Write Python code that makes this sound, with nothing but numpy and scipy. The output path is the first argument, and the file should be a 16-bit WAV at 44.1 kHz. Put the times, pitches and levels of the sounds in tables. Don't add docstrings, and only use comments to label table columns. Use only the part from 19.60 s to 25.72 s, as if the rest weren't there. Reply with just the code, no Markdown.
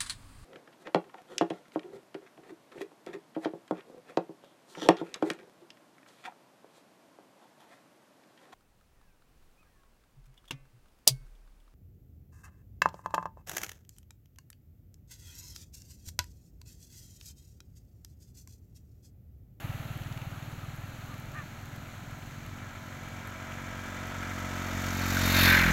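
import sys
import numpy as np
from scipy import signal
from scipy.fft import rfft, irfft, next_fast_len
from scipy.io import wavfile
from scipy.ndimage import uniform_filter1d, map_coordinates

SR = 44100
rng = np.random.default_rng(int(sys.argv[2]) if len(sys.argv) > 2 else 0)


def int16_out(signal):
    q = np.round(np.clip(np.atleast_2d(signal).T, -1, 1) * 32767)
    wavfile.write(sys.argv[1], SR, q.astype(np.int16))


N = 269892
TIME = np.arange(N) / SR
TOP_HZ = 15800

PASS_S, PASS_M, BIKE_M_PER_S = 5.88, 2.2, 10
SOUND_M_PER_S = 343
REAR_AFTER_M, REAR_DB = 2.35, 3
CLUNK_S, CLUNK_HZ, CLUNK_DB, CLUNK_WIDTH_S = 5.572, 1500, -19.5, 0.0025
# start_s, firings_per_s
BIKE_FIRING_RATE = [(2.7, 45.15), (3.2, 44.78), (4.3, 44.77), (5.2, 44.3), (5.8, 44.74), (6.12, 44.14)]
# level_db (on its aim, at the nearest distance),
# loss_db_per_m, aim_deg (from straight ahead), off_aim_db (lost 90 degrees off the aim)
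EXHAUST_DIRECTIVITY = (-24.1, 0.02, 155, 0.5)
CLATTER_DIRECTIVITY = (-29, -0.03, 38, 0.1)
GEAR_DIRECTIVITY = (-31.5, .04, 3, 19)
FIN_DIRECTIVITY = (-23.9, 0.15, 81.5, 21)
TYRE_DIRECTIVITY = (-36, 0.13, 42, 4.5)
CHAIN_DIRECTIVITY = (-31, 0.56, 74, 16)
RASP_DIRECTIVITY = (-17.5, 0.3, 105, 20.5)
# start_s, gain_db
CLATTER_SWELL_CURVE = [(2.5, -1.3), (3.2, 0), (3.8, 1.7), (4.6, 1.6), (5.2, 0.1), (5.6, -1.5), (5.85, 0.7)]
# order (multiple of firing rate), level_db (relative)
FRONT_HARMONICS = [(1, -5), (2, 3), (3, -5.5), (4, -5), (5, -1.5), (6, -5.5), (7, -10.5), (8, -18.5),
                   (9, -20)]
REAR_HARMONICS = [(1, 1), (2, -1), (3, -4), (4, 2.5), (5, -1.5), (6, -9), (7, -11), (8, -12.5), (9, -19)]
# centre_hz (about the nearest moment), width_hz, level_db (relative)
TAILPIPE_MODES = [(1543, 19, -0.5), (1590, 210, -10.5), (2050, 110, -2.5)]
FIN_MODES = [(3575, 70, 0.5), (4030, 60, -9), (4282, 64, 0)]
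# pitch_hz (as heard at 4.5 s), level_db (relative)
WHINE_TONES = [(506.0, -62.5), (640.6, -57.5), (732.1, -59), (958.2, -63.5), (1012, -58), (1303, -56.5),
               (1427, -59), (1610, -55), (1701, -60), (1997, -62), (2299, -60.5), (3289, -69), (3531, -64)]

SLOW_START_M, SLOW_M_PER_S = 7.9, 6.1
# start_s, firings_per_s
THUMP_FIRING_RATE = [(0, 19.15), (1, 19.3), (1.6, 20.3), (2, 20.3), (3, 20)]
# level_db (at the start), loss_db_per_m (over the ground)
THUMP_LEVEL = (-37, 0.045)
ROLL_LEVEL = (-47, 0.16)
KNOCK_LEVEL = (-55.5, 0.99)
SWISH_LEVEL = (-57, .7)

# start_s, length_s, pitch_hz (top of the arch), level_db, brightness_db_per_octave (above 1300 Hz)
QUACK_EVENTS = [(.70, .083, 327.5, -57, -19), (.98, .079, 333, -55, -31), (1.47, .09, 311, -52.5, -36),
                (1.737, .094, 313, -45, -1), (3.011, 0.069, 356, -51.5, -19),
                (3.145, 0.065, 345.5, -53.5, -26)]
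QUACK_ARCH, QUACK_ROUGH, QUACK_ODD_DB = 0.181, 0.29, -2
# start_s, level_db (before a common gain)
BILL_CLICKS = [(.4349, -41.5), (.525, -41), (.5746, -39), (.6173, -43), (.827, -43.5), (1.096, -46)]
DROPLETS = [(.375, -45), (1.5994, -43), (2.8639, -47), (3.6735, -43), (4.4707, -42), (4.7915, -44)]

# frequency_hz, level_db (relative)
CLATTER_SPECTRUM = [(250, -13.5), (330, -5), (420, -8.5), (520, -4), (650, -2), (860, -5), (1120, -5),
                    (1320, 1.5), (1520, -3), (1900, -3), (2300, -3), (2600, -12), (3200, -10.5),
                    (4500, -34)]
FIN_SPECTRUM = [(1500, -30), (2600, 4.5), (3000, -4), (3600, 2), (4000, 2.5), (4330, -2), (4650, -4),
                (5200, -4.5), (6800, -27)]
TYRE_SPECTRUM = [(2820, -49), (4800, -5), (6350, 2.5), (7320, -1), (8760, -14), (9200, -13), (12000, -43),
                 (20200, -120)]
CHAIN_SPECTRUM = [(5290, -41), (9000, -18), (12000, -1.5), (15100, -6.5), (15800, -10.5)]
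TAILPIPE_SPECTRUM = [(600, -41), (1000, -13), (1300, -10), (1550, -1.5), (1800, -1.5), (2050, -2.5),
                     (2350, -3), (2650, -12), (3200, -20.5), (4200, -47)]
KNOCK_SPECTRUM = [(900, -30), (1700, 0), (2200, -4), (2900, -0.5), (4500, -28), (8000, -50)]
SWISH_SPECTRUM = [(3000, -20), (5000, -8), (6600, 0), (9000, -11), (11500, 4.5), (13500, 0), (15800, -1)]
ROAD_SPECTRUM = [(120, -38), (200, -2.5), (290, .5), (350, -8), (450, -10.5), (580, -6), (780, -3.5),
                 (1050, -11), (1310, -4), (1550, -7.5), (2000, -11.5), (2700, -12), (4300, -21.5),
                 (5000, -36), (7000, -63)]
AIR_SPECTRUM = [(2820, -22), (3600, -2), (4150, 4.5), (4800, -7), (5120, -10), (6510, 1.5), (7590, -3),
                (9220, -15.5), (11000, -6.5), (12300, -4), (13500, -8), (15100, -9), (15800, -5.5)]
RUMBLE_SPECTRUM = [(15, -35), (28, -14), (42, 4.5), (60, -15), (110, 0.5), (200, -5), (400, -40),
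                   (800, -70)]
THROAT_RESPONSE = [(300, -31), (600, -13), (900, -16), (1230, 1.5), (1500, -5), (1800, 5), (2100, -9),
                   (2420, -7.5), (2720, -7.5), (3500, -26), (6000, -50)]
BILL_SPECTRUM = [(800, -32), (1700, -2), (2800, 6), (3700, -3), (5000, -13.5), (7000, -9), (9000, -23)]
SPLASH_SPECTRUM = [(1000, -20), (3000, -4), (7000, 3), (9000, -7), (12000, 5), (16000, -5)]


def motorbike():
    past_m, distance_m = bike_place()
    radial_m_per_s = BIKE_M_PER_S * past_m / distance_m
    doppler = 1 / (1 + radial_m_per_s / SOUND_M_PER_S)
    turns = cycles(curve(BIKE_FIRING_RATE) * doppler, fires_at=5.874)

    behind = np.clip(past_m / REAR_AFTER_M, 0, 1)
    front_beat = (1 - behind) * puffs(turns, FRONT_HARMONICS)
    rear_beat = behind ** 2 * amp(REAR_DB) * puffs(turns, REAR_HARMONICS)
    beat = (front_beat + rear_beat) * amp(0.73 * wobble(30))
    exhaust = passing(*EXHAUST_DIRECTIVITY) * (beat + amp(-24.5) * noise(RUMBLE_SPECTRUM))

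    clatter = rattle(turns, CLATTER_SPECTRUM, repeat=0.25, depth_db=2.5, delay=0.075)
    clatter *= passing(*CLATTER_DIRECTIVITY)
    gears = passing(*GEAR_DIRECTIVITY) * whine(turns, waver=0.61)
    engine = amp(curve(CLATTER_SWELL_CURVE)) * (clatter + gears)

    fin_noise = rattle(turns, FIN_SPECTRUM, repeat=0.4, depth_db=8, delay=0.06)
    fin_ring = resonances(turns, FIN_MODES)
    fins = passing(*FIN_DIRECTIVITY) * (0.79 * fin_noise + 0.44 * fin_ring)

    tyres = rattle(turns, TYRE_SPECTRUM, repeat=0.15, depth_db=7, delay=0.15)
    tyres *= passing(*TYRE_DIRECTIVITY)
    chain = rattle(turns, CHAIN_SPECTRUM, repeat=0.11, depth_db=9, delay=0.12)
    chain *= passing(*CHAIN_DIRECTIVITY)

    rasp_noise = rattle(turns, TAILPIPE_SPECTRUM, repeat=0.42, depth_db=8.5, delay=0.3)
    rasp_ring = resonances(turns, TAILPIPE_MODES)
    rasp = passing(*RASP_DIRECTIVITY) * (0.74 * rasp_noise + 0.42 * rasp_ring)
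    return exhaust + engine + fins + tyres + chain + rasp


def bike_place():
    past_m = BIKE_M_PER_S * (TIME - PASS_S)
    return past_m, np.hypot(past_m, PASS_M)


def passing(level_db, loss_db_per_m, aim_deg, off_aim_db):
    past_m, distance_m = bike_place()
    angle = np.arctan2(PASS_M, -past_m)
    off_aim = np.abs(angle - np.radians(aim_deg)) / (np.pi / 2)
    ground_db = loss_db_per_m * (distance_m - PASS_M)
    return amp(level_db - ground_db - off_aim_db * off_aim) * PASS_M / distance_m


def puffs(turns, harmonics):
    orders, levels_db = np.transpose(harmonics)
    shape_db = np.interp(np.arange(65), [0, *orders, 16, 64], [-22, *levels_db, -30, -45])
    cepstrum = irfft(np.log(amp(shape_db)))
    phase = np.imag(rfft(2 * cepstrum[:64], 128))
    puff = np.zeros(N)
    for order, level_db in enumerate(levels_db, 1):
        puff += amp(level_db) * np.cos(2 * np.pi * order * turns + phase[order])
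    return unit(puff)


def whine(turns, waver):
    seconds = own_time(turns, heard_at=4.5)
    tones = np.zeros(N)
    for pitch_hz, level_db in WHINE_TONES:
        level = amp(level_db + 1.8 * wobble(9.7))
        tones += level * np.sin(2 * np.pi * pitch_hz * seconds + waver * wobble(10))
    return unit(tones)


def resonances(turns, modes):
    ring = np.zeros(N)
    for centre_hz, width_hz, level_db in modes:
        def response(hz):
            return 1 / (1 + ((hz - centre_hz) / width_hz * 2) ** 2)
        ring += amp(level_db) * unit(filtered(rng.standard_normal(N), response))
    seconds = own_time(turns, heard_at=5.93)
    return unit(map_coordinates(ring, [seconds * SR % N]))


def own_time(turns, heard_at):
    return turns / np.interp(heard_at, TIME, np.gradient(turns) * SR)


def clunk():
    t = TIME - CLUNK_S
    envelope = np.exp(-(t / CLUNK_WIDTH_S) ** 2)
    return amp(CLUNK_DB) * envelope * np.sin(2 * np.pi * CLUNK_HZ * t)


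def slow_vehicle(pipe_hz, swell_s, tail_hz, tail_db, tail_t60_s, scatter_db):
    turns = cycles(curve(THUMP_FIRING_RATE), fires_at=0.0415)
    fired = np.diff(np.floor(turns), prepend=np.floor(turns[0]))
    strength = amp(scatter_db * rng.standard_normal(N))
    t = np.arange(SR // 10) / SR
    swell = np.exp(-((t - 2 * swell_s) / (np.sqrt(2) * swell_s)) ** 2)
    puff = swell * np.sin(2 * np.pi * pipe_hz * t)
    ring = amp(tail_db - 60 * t / tail_t60_s) * np.sin(2 * np.pi * tail_hz * t)
    thumps = unit(signal.fftconvolve(fired * strength, puff + ring)[:N])
    thumps *= receding(*THUMP_LEVEL)

    knock = rattle(turns, KNOCK_SPECTRUM, repeat=0, depth_db=12, delay=0.6)
    knock *= receding(*KNOCK_LEVEL)
    roll = receding(*ROLL_LEVEL) * noise(ROAD_SPECTRUM)
    swish = receding(*SWISH_LEVEL) * noise(SWISH_SPECTRUM)
    return thumps + knock + roll + swish


def receding(level_db, loss_db_per_m):
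    gone_m = SLOW_M_PER_S * TIME
    return amp(level_db - loss_db_per_m * gone_m) * SLOW_START_M / (SLOW_START_M + gone_m)


def cycles(rate, fires_at):
    turns = np.cumsum(rate) / SR
    return turns - np.interp(fires_at, TIME, turns)


def rattle(turns, spectrum, repeat, depth_db, delay):
    pattern = rng.standard_normal(SR // 46)
    same = map_coordinates(pattern, [turns % 1 * len(pattern)], mode="grid-wrap")
    drive = np.sqrt(repeat) * same + np.sqrt(1 - repeat) * rng.standard_normal(N)
    surge_db = uniform_filter1d(-depth_db * ((turns - delay) % 1), size=110)
    return coloured(drive * amp(surge_db + 1.2 * wobble(90)), spectrum)


def ducks(jitter, crest, shut_db):
    out = np.zeros(N)
    k = np.arange(1, 17)[:, None]
    for start_s, length_s, pitch_hz, level_db, bright_db in QUACK_EVENTS:
        span = (TIME >= start_s) & (TIME < start_s + length_s)
        u = (TIME[span] - start_s) / length_s
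        opening = np.abs(np.sin(np.pi * u))
        arch = np.abs(u - crest) ** 1.204 * np.where(u < crest, 4, 1)
        hz = pitch_hz * (1 - QUACK_ARCH * arch)
        hz = hz * (1 + jitter * (1 - 0.73 * opening) * wobble(250)[span])
        phase = 2 * np.pi * np.cumsum(hz) / SR
        octaves_up = np.log2(np.maximum(k * hz / 1300, 1))
        tilt_db = (bright_db + shut_db * (1 - opening)) * octaves_up
        shake = np.array([wobble(300, TIME[span]) for _ in k]) * 2 * QUACK_ROUGH
        partials = amp(along(THROAT_RESPONSE, k * hz) + tilt_db + QUACK_ODD_DB * (k % 2))
        buzz = np.sum(partials * (np.sin(k * phase) + shake * np.cos(k * phase)), axis=0)
        out[span] += amp(level_db) * unit(buzz * opening ** 0.27)
    return out


def ticks(events, spectrum, t60_s, gain_db, patter_db, per_second):
    struck = rng.random(N) < per_second / SR
    flicks = struck * amp(patter_db + 3.2 * rng.standard_normal(N))
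    for start_s, level_db in events:
        flicks[round(start_s * SR)] += amp(level_db + gain_db)
    t = np.arange(SR // 10) / SR
    envelope = signal.fftconvolve(flicks, amp(-60 * t / t60_s))[:N]
    return envelope * noise(spectrum)


def field(road_db, hiss_db, rumble_db):
    road = amp(road_db + 0.45 * wobble(6.2)) * noise(ROAD_SPECTRUM)
    hiss = amp(hiss_db + 0.75 * wobble(5.53)) * noise(AIR_SPECTRUM)
    rumble = amp(rumble_db + 1.4 * wobble(3.76)) * noise(RUMBLE_SPECTRUM)
    return road + hiss + rumble


def noise(spectrum):
    return coloured(rng.standard_normal(N), spectrum)


def coloured(x, spectrum):
    return unit(filtered(x, lambda hz: amp(along(spectrum, hz))))


def filtered(x, response):
    size = next_fast_len(N + SR // 2)
    return irfft(rfft(x, size) * response(np.fft.rfftfreq(size, 1 / SR)), size)[:N]


def along(points, hz):
    f, values = np.transpose(points)
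    return np.interp(np.log(hz + 1), np.log(f + 1), values)


def wobble(rate, time=TIME):
    knots = rng.standard_normal(int(N * rate / SR) + 4)
    return map_coordinates(knots, [time * rate])


def curve(rows):
    return np.interp(TIME, *np.transpose(rows))


def unit(x):
    return x / np.sqrt(np.mean(x ** 2) + 1e-20)


def amp(db):
    return 10 ** (np.asarray(db) / 20)


def scene():
    slow = slow_vehicle(pipe_hz=114.3, swell_s=0.0043, tail_hz=56, tail_db=-9.5,
                        tail_t60_s=0.14, scatter_db=1.0)
    quacks = ducks(jitter=0.03, crest=0.3, shut_db=-24)
    bills = ticks(BILL_CLICKS, BILL_SPECTRUM, t60_s=0.02, gain_db=-2, patter_db=-52, per_second=14)
    drops = ticks(DROPLETS, SPLASH_SPECTRUM, t60_s=0.011, gain_db=-2, patter_db=-54, per_second=18)
    background = field(road_db=-54.5, hiss_db=-59, rumble_db=-53)
    return (motorbike() + clunk() + slow + quacks + bills + drops + background)[None]


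def record(dry):
    return filtered(dry[0], lambda hz: hz < TOP_HZ)[None]


dry = scene()
out = record(dry)
int16_out(out)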